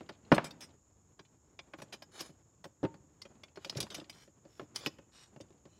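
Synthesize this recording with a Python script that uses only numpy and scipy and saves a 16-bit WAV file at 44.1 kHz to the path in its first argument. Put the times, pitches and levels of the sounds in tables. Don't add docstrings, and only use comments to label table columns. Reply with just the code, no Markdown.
import sys
import numpy as np
from scipy import signal
from scipy.fft import rfft, irfft
from scipy.io import wavfile

SR = 44100
rng = np.random.default_rng(int(sys.argv[2]) if len(sys.argv) > 2 else 0)


def file_out(sig):
    cols = np.atleast_2d(sig).T
    lim = np.clip(cols, -1, 1)
    pcm = np.round(lim * 32767).astype(np.int16)
    wavfile.write(sys.argv[1], SR, pcm)


N = 255339
TIME = np.arange(N) / SR
AGE = np.arange(SR // 2) / SR
BAND_EDGE_HZ = 15900

# (f/Hz, level/dB)
GARDEN_SPECTRUM = [(20, -21.5), (35, -15), (55, 4), (100, 6), (300, -14), (600, -19.5), (1100, -18),
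                   (2000, -35), (4500, -34), (9000, -37.5), (12500, -34), (13100, -57), (16000, -56.5)]
# (f/Hz, level/dB)
INSECT_SPECTRUM = [(4300, -40), (5400, -14.5), (6100, -19), (6500, -4), (6950, -0.5), (7450, -6),
                   (7750, -15.5), (8200, -17), (9000, -39.5)]
# (f/Hz, level/dB)
SHUFFLE_SPECTRUM = [(30, -22.5), (60, -2.5), (120, 3.5), (330, 1), (550, -5.5), (1100, -12), (2000, -19.5),
                    (4500, -29), (9000, -34.5), (14000, -59)]
# (middle t/s, length t/s, level/dB)
HAND_SHOVES = [(0.0, 0.19, -68.5), (0.143, .08, -68), (0.332, 0.25, -65), (0.674, 0.17, -69.5),
               (1.83, 0.24, -72), (3.372, 0.35, -75), (3.803, .13, -53.5), (4.021, 0.22, -62.5),
               (4.539, 0.19, -70.5), (4.787, 0.13, -63), (5.402, 0.47, -76.5)]
RESTING_HANDS_DB = -72.5

# (f/Hz, level/dB, t60/s before the ring factor)
BOARD_MODES = [(104, -18, .14), (138, -16, .1), (187, -2, .1), (211, -2, .1), (295, 0, .1), (324, 0, .09),
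               (385, -8, .08), (455, -13, .05), (548, -7, .08), (578, -6, .09)]
# (f/Hz, level/dB, t60/s before the ring factor)
CASTING_MODES = [(572, -2, .08), (622, -5, .06), (722, -3, .07), (835, 1, .09), (968, 0, .08),
                 (1071, 1, .09), (1212, -5, .07), (1358, -4, .07), (1690, -9, .06), (1790, -8, .06),
                 (1947, -8, .06), (2167, -9, .06), (2440, -8, .05)]
# (f/Hz, level/dB)
ROD_MODES = [(2380, -2), (2680, -8.5), (3022, 0.5), (3345, -0.5), (3714, 1), (4093, -5), (4500, -6.5),
             (4880, -1.5), (5071, 4), (5313, 3), (5765, 4), (6228, -2.5), (6514, 0), (6720, -5.5),
             (7200, -1.5), (7705, -4), (8230, -2.5), (8772, -4.5), (9375, -5.5), (9942, -7), (10535, -7),
             (11112, -8), (11733, -10), (12378, -8), (13085, -17.5), (13725, -13), (14385, -20),
             (15062, -24), (15740, -22)]
# (f/Hz, level/dB)
THUD_SPECTRUM = [(30, -50.5), (70, -19.5), (100, -9), (150, 2), (200, -7.5), (320, -2.5), (400, 0.5),
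                 (460, -6.5), (570, 0), (900, -19.5), (2000, -55.5), (8000, -87)]
# (f/Hz, level/dB)
CLACK_SPECTRUM = [(200, -33.5), (470, -11.5), (600, 0.5), (830, 0), (1100, -1.5), (1450, 0), (1800, -8),
                  (2500, -9), (3300, -13.5), (6000, -36.5), (14000, -60.5)]
# (f/Hz, level/dB)
TICK_SPECTRUM = [(900, -28), (2000, -2.5), (2800, 0.5), (5200, -0.5), (7000, -11), (9000, -20),
                 (12000, -33.5), (16000, -47)]
# (f/Hz, level/dB)
CRACK_SPECTRUM = [(4000, -31), (7500, 0.5), (10000, -2.5), (13000, -7.5), (16000, -15.5)]
# (f/Hz, level/dB)
SETTLING_SPECTRUM = [(150, -21.5), (450, -5.5), (900, -0.5), (1500, -4), (2800, -11.5), (5000, -22),
                     (12000, -52.5)]

# (t/s, iron clack level/dB, board thud level/dB, struck spot f/Hz)
CASTING_BUMPS = [(0.007, -40.5, -41, 338), (0.093, -32.5, -40.5, 453), (0.317, -6.5, -11.5, 385),
                 (0.321, -5, -14.5, 227), (0.34, -24, -29, 337), (0.363, -25.5, -29.5, 178),
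                 (0.38, -11, -25.5, 610), (0.442, -34, -42, 183), (1.193, -46, -51, 145),
                 (1.735, -31, -44, 705), (1.786, -42, -47, 139), (1.799, -42, -49.5, 576),
                 (1.82, -40.5, -43, 137.5), (1.938, -39.5, -48, 570), (2.206, -35.5, -41.5, 342),
                 (2.293, -57, -48, 150.8), (2.653, -39.5, -42, 423.5), (2.83, -34.5, -23, 299),
                 (2.839, -30, -27, 183), (2.849, -28, -32, 902), (2.941, -44, -50.5, 191),
                 (3.253, -44.5, -48, 572), (3.572, -37.5, -40, 447), (3.659, -57, -43, 573),
                 (3.725, -42, -47.5, 378), (3.756, -43, -39, 368), (3.782, -36, -36.5, 335),
                 (3.83, -40, -39.5, 210), (3.866, -39.5, -65, 140), (3.917, -42, -47.5, 176),
                 (3.983, -50, -39.5, 300), (4.012, -43.5, -46, 296), (4.276, -56.5, -53, 126),
                 (4.451, -56, -48.5, 337), (4.595, -30, -38.5, 390), (4.614, -50, -44.5, 335),
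                 (4.628, -57, -46.5, 285), (4.862, -30.5, -30.5, 307), (4.985, -45.5, -48.5, 590),
                 (5.361, -46.5, -45.5, 139), (5.402, -48, -42, 266), (5.504, -58.5, -53, 334),
                 (5.653, -49.5, -48.5, 394)]
# (iron clack level/dB, factor on ring times)
BUMP_RING_FACTOR = [(-70, .9), (-34.5, .8), (-10, .6)]
# (board thud level/dB, cut-off f/Hz)
BOARD_CUSHION = [(-42.5, 9000), (-28, 3500), (-12.5, 1900)]
ROCK_S, ROCK_DB = .013, -15.5
SHAKE_DB, SHAKE_SHARE, SHAKE_ROD_DB, SHAKE_HZ = -42, 0.49, -16, 1800

# (t/s, pawl level/dB, rod ring level/dB, part f/Hz)
STEEL_CLICKS = [(0.09, -48, -67.5, 1830), (0.119, -67, -85, 4858), (0.32, -33.5, -51, 1810),
                (0.345, -39, -46.5, 3590), (0.442, -48, -49.5, 4890), (0.507, -47.5, -64.5, 3690),
                (0.606, -52.5, -55, 2667), (1.192, -53.5, -89.5, 1620), (1.25, -66, -84.5, 2400),
                (1.59, -43, -83, 2410), (1.818, -49, -60, 1697), (1.924, -48.5, -64, 2360),
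                (2.021, -49, -64.5, 1635), (2.192, -47.5, -74, 4980), (2.206, -43.5, -46, 5160),
                (2.641, -48.5, -63.5, 1518), (3.217, -44, -63.5, 5160), (3.251, -56.5, -81, 3120),
                (3.434, -48, -67, 2390), (3.481, -65.5, -89, 2250), (3.557, -55, -73, 2250),
                (3.646, -41, -55, 2416), (3.696, -33.5, -57, 5070), (3.77, -39.5, -53, 5450),
                (3.803, -34.5, -39, 5540), (3.827, -39.5, -51.5, 4580), (3.902, -45, -59.5, 3700),
                (3.944, -42.5, -47.5, 2380), (3.948, -41.5, -68, 6500), (3.997, -48.5, -66, 3560),
                (4.096, -46, -55.5, 3060), (4.126, -58.5, -74.5, 3380), (4.759, -33.5, -46, 4990),
                (4.861, -30, -47, 2540), (4.869, -38.5, -61, 5200), (5.407, -53, -66.5, 6600)]
# (pawl level/dB, factor on ring times, time to bite t60/s)
CLICK_RING_AND_BITE = [(-49, 0.75, 0.027), (-48.5, 0.63, 0.024), (-35, 0.67, .007)]
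JOLT_DB_PER_OCTAVE, JOLT_BOARD_DB, JOLT_SPOT_HZ = -8.5, -15, 616

# (t/s, length t/s, level/dB, treble tilt dB per octave)
ROD_RUBS = [(0.346, 0.013, -53, 4), (0.444, 0.024, -48.5, -0.5), (0.609, 0.034, -50.5, 1),
            (1.772, 0.035, -65.5, 4), (1.922, 0.017, -43.5, -1.5), (2.109, .15, -53, -3),
            (2.189, 0.021, -45, 2.5), (2.633, 0.034, -74.5, 14), (3.58, 0.16, -61.5, -2),
            (3.758, 0.026, -50, 1), (3.9, 0.037, -51.5, -3.5), (3.951, 0.032, -53.5, -1),
            (4.105, 0.1316, -62.5, 0.5), (4.462, 0.17, -71.5, 1.5), (4.744, 0.049, -51, 2),
            (4.788, 0.07, -50.5, -4), (5.111, .13, -60, 0.5), (5.655, 0.15, -72, -6.5)]
# (f/Hz, level/dB)
GRIT_SPECTRUM = [(150, -8.5), (350, 3.5), (700, 2), (1500, 4.5), (3000, 0), (5500, -0.5), (8000, -13),
                 (12000, -18.5), (16000, -32.5)]
RUB_RISE_SHARE, RUB_FALL_S, RUB_FALL_SHARE = .36, .027, 0.36

# (t/s, f/Hz, level/dB, t60/s)
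WEIGHT_LANDINGS = [(2.831, 108.6, -28.5, 0.13), (2.6, 184, -54, 0.078), (2.845, 910, -44.5, 0.27),
                   (3.764, 136, -22, 0.06), (5.402, 105, -48, 0.13)]
# (f/Hz, t60/s)
YARD_DECAY = [(100, 0.93), (300, 0.74), (1000, 0.44), (2500, 0.46), (6000, .35), (15000, 0.5)]


def amp(db):
    return 10 ** (np.asarray(db) / 20)


def unit(x):
    return x / np.sqrt(np.mean(x ** 2) + 1e-20)


def unit_attack(x, size=600):
    return x / np.sqrt(np.mean(x[:size] ** 2) + 1e-20)


def read(points, hz):
    f, value = np.transpose(points)
    return np.interp(np.log(hz + 1), np.log(f), value)


def colour(x, points):
    gain = amp(read(points, np.fft.rfftfreq(len(x), 1 / SR)))
    return irfft(rfft(x) * gain, len(x))


def noise(points, size):
    return unit(colour(rng.standard_normal(size), points))


def drift(cutoff_hz):
    lowpass = np.exp(-(np.fft.rfftfreq(N, 1 / SR) / cutoff_hz) ** 2)
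    return unit(irfft(rfft(rng.standard_normal(N)) * lowpass, N))


def dying(t60):
    return np.exp(-np.log(1000) * AGE / t60)


def add(mix, s, sound):
    part = mix[max(round(s * SR), 0):][:len(sound)]
    part += sound[:len(part)]


def ring(hz, db, t60, signs, scatter_db, size=11000):
    t = AGE[:size].astype(np.float32)
    weight = signs * amp(db + scatter_db * rng.standard_normal(len(hz)))
    sines = np.sin(np.outer(np.float32(2 * np.pi * hz), t))
    decays = np.exp(-np.outer(np.float32(np.log(1000) / t60), t))
    return np.pad(np.float32(weight) @ (sines * decays), (0, len(AGE) - size))


def outdoors(garden_db=-70, insects_db=-75.0, flutter_db=0.65):
    air = amp(garden_db) * noise(GARDEN_SPECTRUM, N)
    insect_gain = amp(insects_db + flutter_db * drift(60))
    return air + insect_gain * noise(INSECT_SPECTRUM, N)


def handling(lumpy_db=3):
    swells = sum(amp(db) * np.exp(-(2 * (TIME - s) / length) ** 2) for s, length, db in HAND_SHOVES)
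    unevenness = amp(lumpy_db * drift(25))
    return noise(SHUFFLE_SPECTRUM, N) * (amp(RESTING_HANDS_DB) + swells) * unevenness


def pawl(hz, ring_factor, t60=0.081, own_db=-7, dense_db=-1, dense_t60=.042,
         focus_db=7, focus_octaves=0.64, count=22):
    grid = np.geomspace(900, 16000, 40)
    focus = focus_db * np.exp(-(np.log2(grid / hz) / focus_octaves) ** 2)
    timbre = np.c_[grid, read(TICK_SPECTRUM, grid) + focus]
    others = rng.uniform(1800, 7000, count)
    other_t60 = t60 * ring_factor * rng.uniform(0.2, 1.2, count)
    signs = rng.choice([-1, 1], count)
    modes = ring(others, read(timbre, others), other_t60, signs, scatter_db=4.5, size=6000)
    leading = np.sin(2 * np.pi * hz * AGE) * dying(t60 * ring_factor)
    grit = noise(timbre, len(AGE)) * dying(dense_t60 * ring_factor)
    return unit_attack(modes) + amp(own_db) * unit_attack(leading) + amp(dense_db) * unit_attack(grit)


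def clinks(clink_db=-6, scatter_db=2, spread=.25, low_hz=1200, high_hz=3500, ring_factor=0.9, count=4):
    out = np.zeros(N)
    for s, length, db in HAND_SHOVES:
        for when, size in rng.standard_normal((count, 2)):
            clink = unit_attack(pawl(rng.uniform(low_hz, high_hz), ring_factor))
            add(out, s + spread * length * when, amp(db + clink_db + scatter_db * size) * clink)
    return out


def push(points, size=2048):
    log_gain = np.log(amp(read(points, abs(np.fft.fftfreq(size, 1 / SR)))))
    spectrum = np.exp(np.conj(signal.hilbert(log_gain)))
    return np.pad(np.fft.ifft(spectrum).real, (0, len(AGE) - size))


def body(modes, points, spot_hz, ring_factor, push_db, burst_t60, burst_db, spot_db, spot_octaves=.22):
    hz, db, t60 = np.transpose(modes)
    db = db + spot_db * np.exp(-(np.log2(hz / spot_hz) / spot_octaves) ** 2)
    pulse = push(points)
    burst = rng.standard_normal(len(AGE)) * dying(burst_t60 * ring_factor)
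    dense = signal.fftconvolve(burst, pulse)[:len(AGE)]
    long = ring(hz, db, t60 * ring_factor, (-1) ** np.arange(len(hz)), scatter_db=3.5)
    return unit_attack(long) + amp(burst_db) * unit_attack(dense) + amp(push_db) * unit_attack(pulse)


def heavy_blow(iron_db, board_db, spot_hz, ring_factor):
    board = body(BOARD_MODES, THUD_SPECTRUM, spot_hz, ring_factor,
                 push_db=-4.0, burst_t60=0.085, burst_db=-0.5, spot_db=15)
    iron = body(CASTING_MODES, CLACK_SPECTRUM, spot_hz, ring_factor,
                push_db=-4.5, burst_t60=.05, burst_db=5.5, spot_db=5.5)
    return amp(board_db - 6.5) * unit_attack(board) + amp(iron_db - 16.5) * unit_attack(iron)


def rocking(iron_db, board_db, spot_hz, ring_factor, lag_s=.0008):
    out = np.zeros(len(AGE))
    add(out, lag_s, heavy_blow(iron_db, board_db, spot_hz, ring_factor))
    add(out, lag_s + ROCK_S, heavy_blow(iron_db + ROCK_DB, board_db + ROCK_DB, spot_hz, ring_factor))
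    cut_hz = np.interp(board_db, *np.transpose(BOARD_CUSHION))
    return signal.sosfilt(signal.butter(2, cut_hz, fs=SR, output="sos"), out)


def rod(ring_factor, tilt_db, t60=0.076, damping=.35):
    hz, db = np.transpose(ROD_MODES)
    ratio = hz / np.median(hz)
    mode_t60 = t60 * ring_factor / ratio ** damping
    signs = rng.choice([-1, 1], len(hz))
    return ring(hz, db + tilt_db * np.log2(ratio), mode_t60, signs, scatter_db=5.0)


def rod_blow(db, ring_factor, crack_db=-7, crack_t60=0.011, free_db=-42, span_db=45):
    free = np.clip(1.5 + (db - free_db) / span_db, .3, 1.2)
    crack = noise(CRACK_SPECTRUM, len(AGE)) * dying(crack_t60)
    steel = rod(ring_factor * free, tilt_db=3.0)
    return unit_attack(steel) + amp(crack_db) * unit_attack(crack)


def light_blow(pawl_db, rod_db, hz, ring_factor, bite_s=0.0057):
    bite = 1 - dying(bite_s)
    small_part = unit_attack(bite * pawl(hz, ring_factor))
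    steel_rod = unit_attack(bite * rod_blow(rod_db, ring_factor))
    return amp(pawl_db - 5) * small_part + amp(rod_db + 1.5) * steel_rod


def bumps(settle_db=-37, settle_t60=.4):
    out = np.zeros(N)
    for s, iron_db, board_db, spot_hz in CASTING_BUMPS:
        ring_factor = np.interp(iron_db, *np.transpose(BUMP_RING_FACTOR))
        shake_db = SHAKE_DB + SHAKE_SHARE * iron_db
        trembling = noise(SETTLING_SPECTRUM, len(AGE)) * dying(settle_t60)
        add(out, s, rocking(iron_db, board_db, spot_hz, ring_factor))
        add(out, s, light_blow(shake_db, shake_db + SHAKE_ROD_DB, SHAKE_HZ, ring_factor))
        add(out, s, amp(iron_db + settle_db) * trembling)
    return out


def clicks():
    out = np.zeros(N)
    levels, ring_factors, bites = np.transpose(CLICK_RING_AND_BITE)
    for s, pawl_db, rod_db, hz in STEEL_CLICKS:
        ring_factor = np.interp(pawl_db, levels, ring_factors)
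        bite_s = np.interp(pawl_db, levels, bites)
        jolt_db = pawl_db + JOLT_DB_PER_OCTAVE * np.log2(hz / 4000)
        add(out, s, light_blow(pawl_db, rod_db, hz, ring_factor, bite_s))
        add(out, s, rocking(jolt_db, jolt_db + JOLT_BOARD_DB, JOLT_SPOT_HZ, ring_factor))
    return out


def rubs(grit_db=-4, rod_db=-4.5, slips_per_s=700, uneven_db=0.5):
    out = np.zeros(N)
    pressure = amp(uneven_db * drift(70))
    for s, length, db, tilt_db in ROD_RUBS:
        rise = RUB_RISE_SHARE * length
        fall = RUB_FALL_S + RUB_FALL_SHARE * length
        stroke = np.minimum(AGE / rise, 1) * amp(-30 * np.maximum(AGE - length, 0) / fall)
        stroke = stroke * np.interp(s + AGE, TIME, pressure)
        slipping = rng.random(len(AGE)) < slips_per_s / SR
        slips = rng.standard_normal(len(AGE)) * (.15 + slipping)
        grit = [(f, level + tilt_db * np.log2(f / 4000)) for f, level in GRIT_SPECTRUM]
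        rasp = unit(colour(slips, grit))
        steel = rod(0.39, tilt_db)
        sing = signal.fftconvolve(unit(slips) * stroke, steel / np.linalg.norm(steel))
        add(out, s, amp(db + grit_db) * rasp * stroke)
        add(out, s, amp(db + rod_db) * sing)
    return out


def landings():
    out = np.zeros(N)
    for s, hz, db, t60 in WEIGHT_LANDINGS:
        onset = (1 - dying(4 / hz)) ** 2
        add(out, s, amp(db) * np.sin(2 * np.pi * hz * AGE) * dying(t60) * onset)
    return out


def yard(x, wet_db=-24, build_s=0.052):
    hz, t, z = signal.stft(rng.standard_normal(SR), SR, nperseg=256)
    decay = np.exp(-np.log(1000) * t / read(YARD_DECAY, hz)[:, None])
    tail = signal.istft(z * decay, SR, nperseg=256)[1][:len(AGE)]
    tail = tail * (1 - dying(build_s))
    return amp(wet_db) * signal.fftconvolve(x, tail / np.linalg.norm(tail))[:N]


def scene():
    jack = clinks() + bumps() + clicks() + rubs() + landings()
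    return (outdoors() + handling() + jack + yard(jack))[None]


def record(dry):
    thinned = signal.sosfilt(signal.butter(2, 55, "highpass", fs=SR, output="sos"), dry)
    band_limit = signal.firwin(511, BAND_EDGE_HZ, window=("kaiser", 9), fs=SR)
    return signal.oaconvolve(thinned, band_limit[None], "same")


dry = scene()
out = record(dry)
file_out(out)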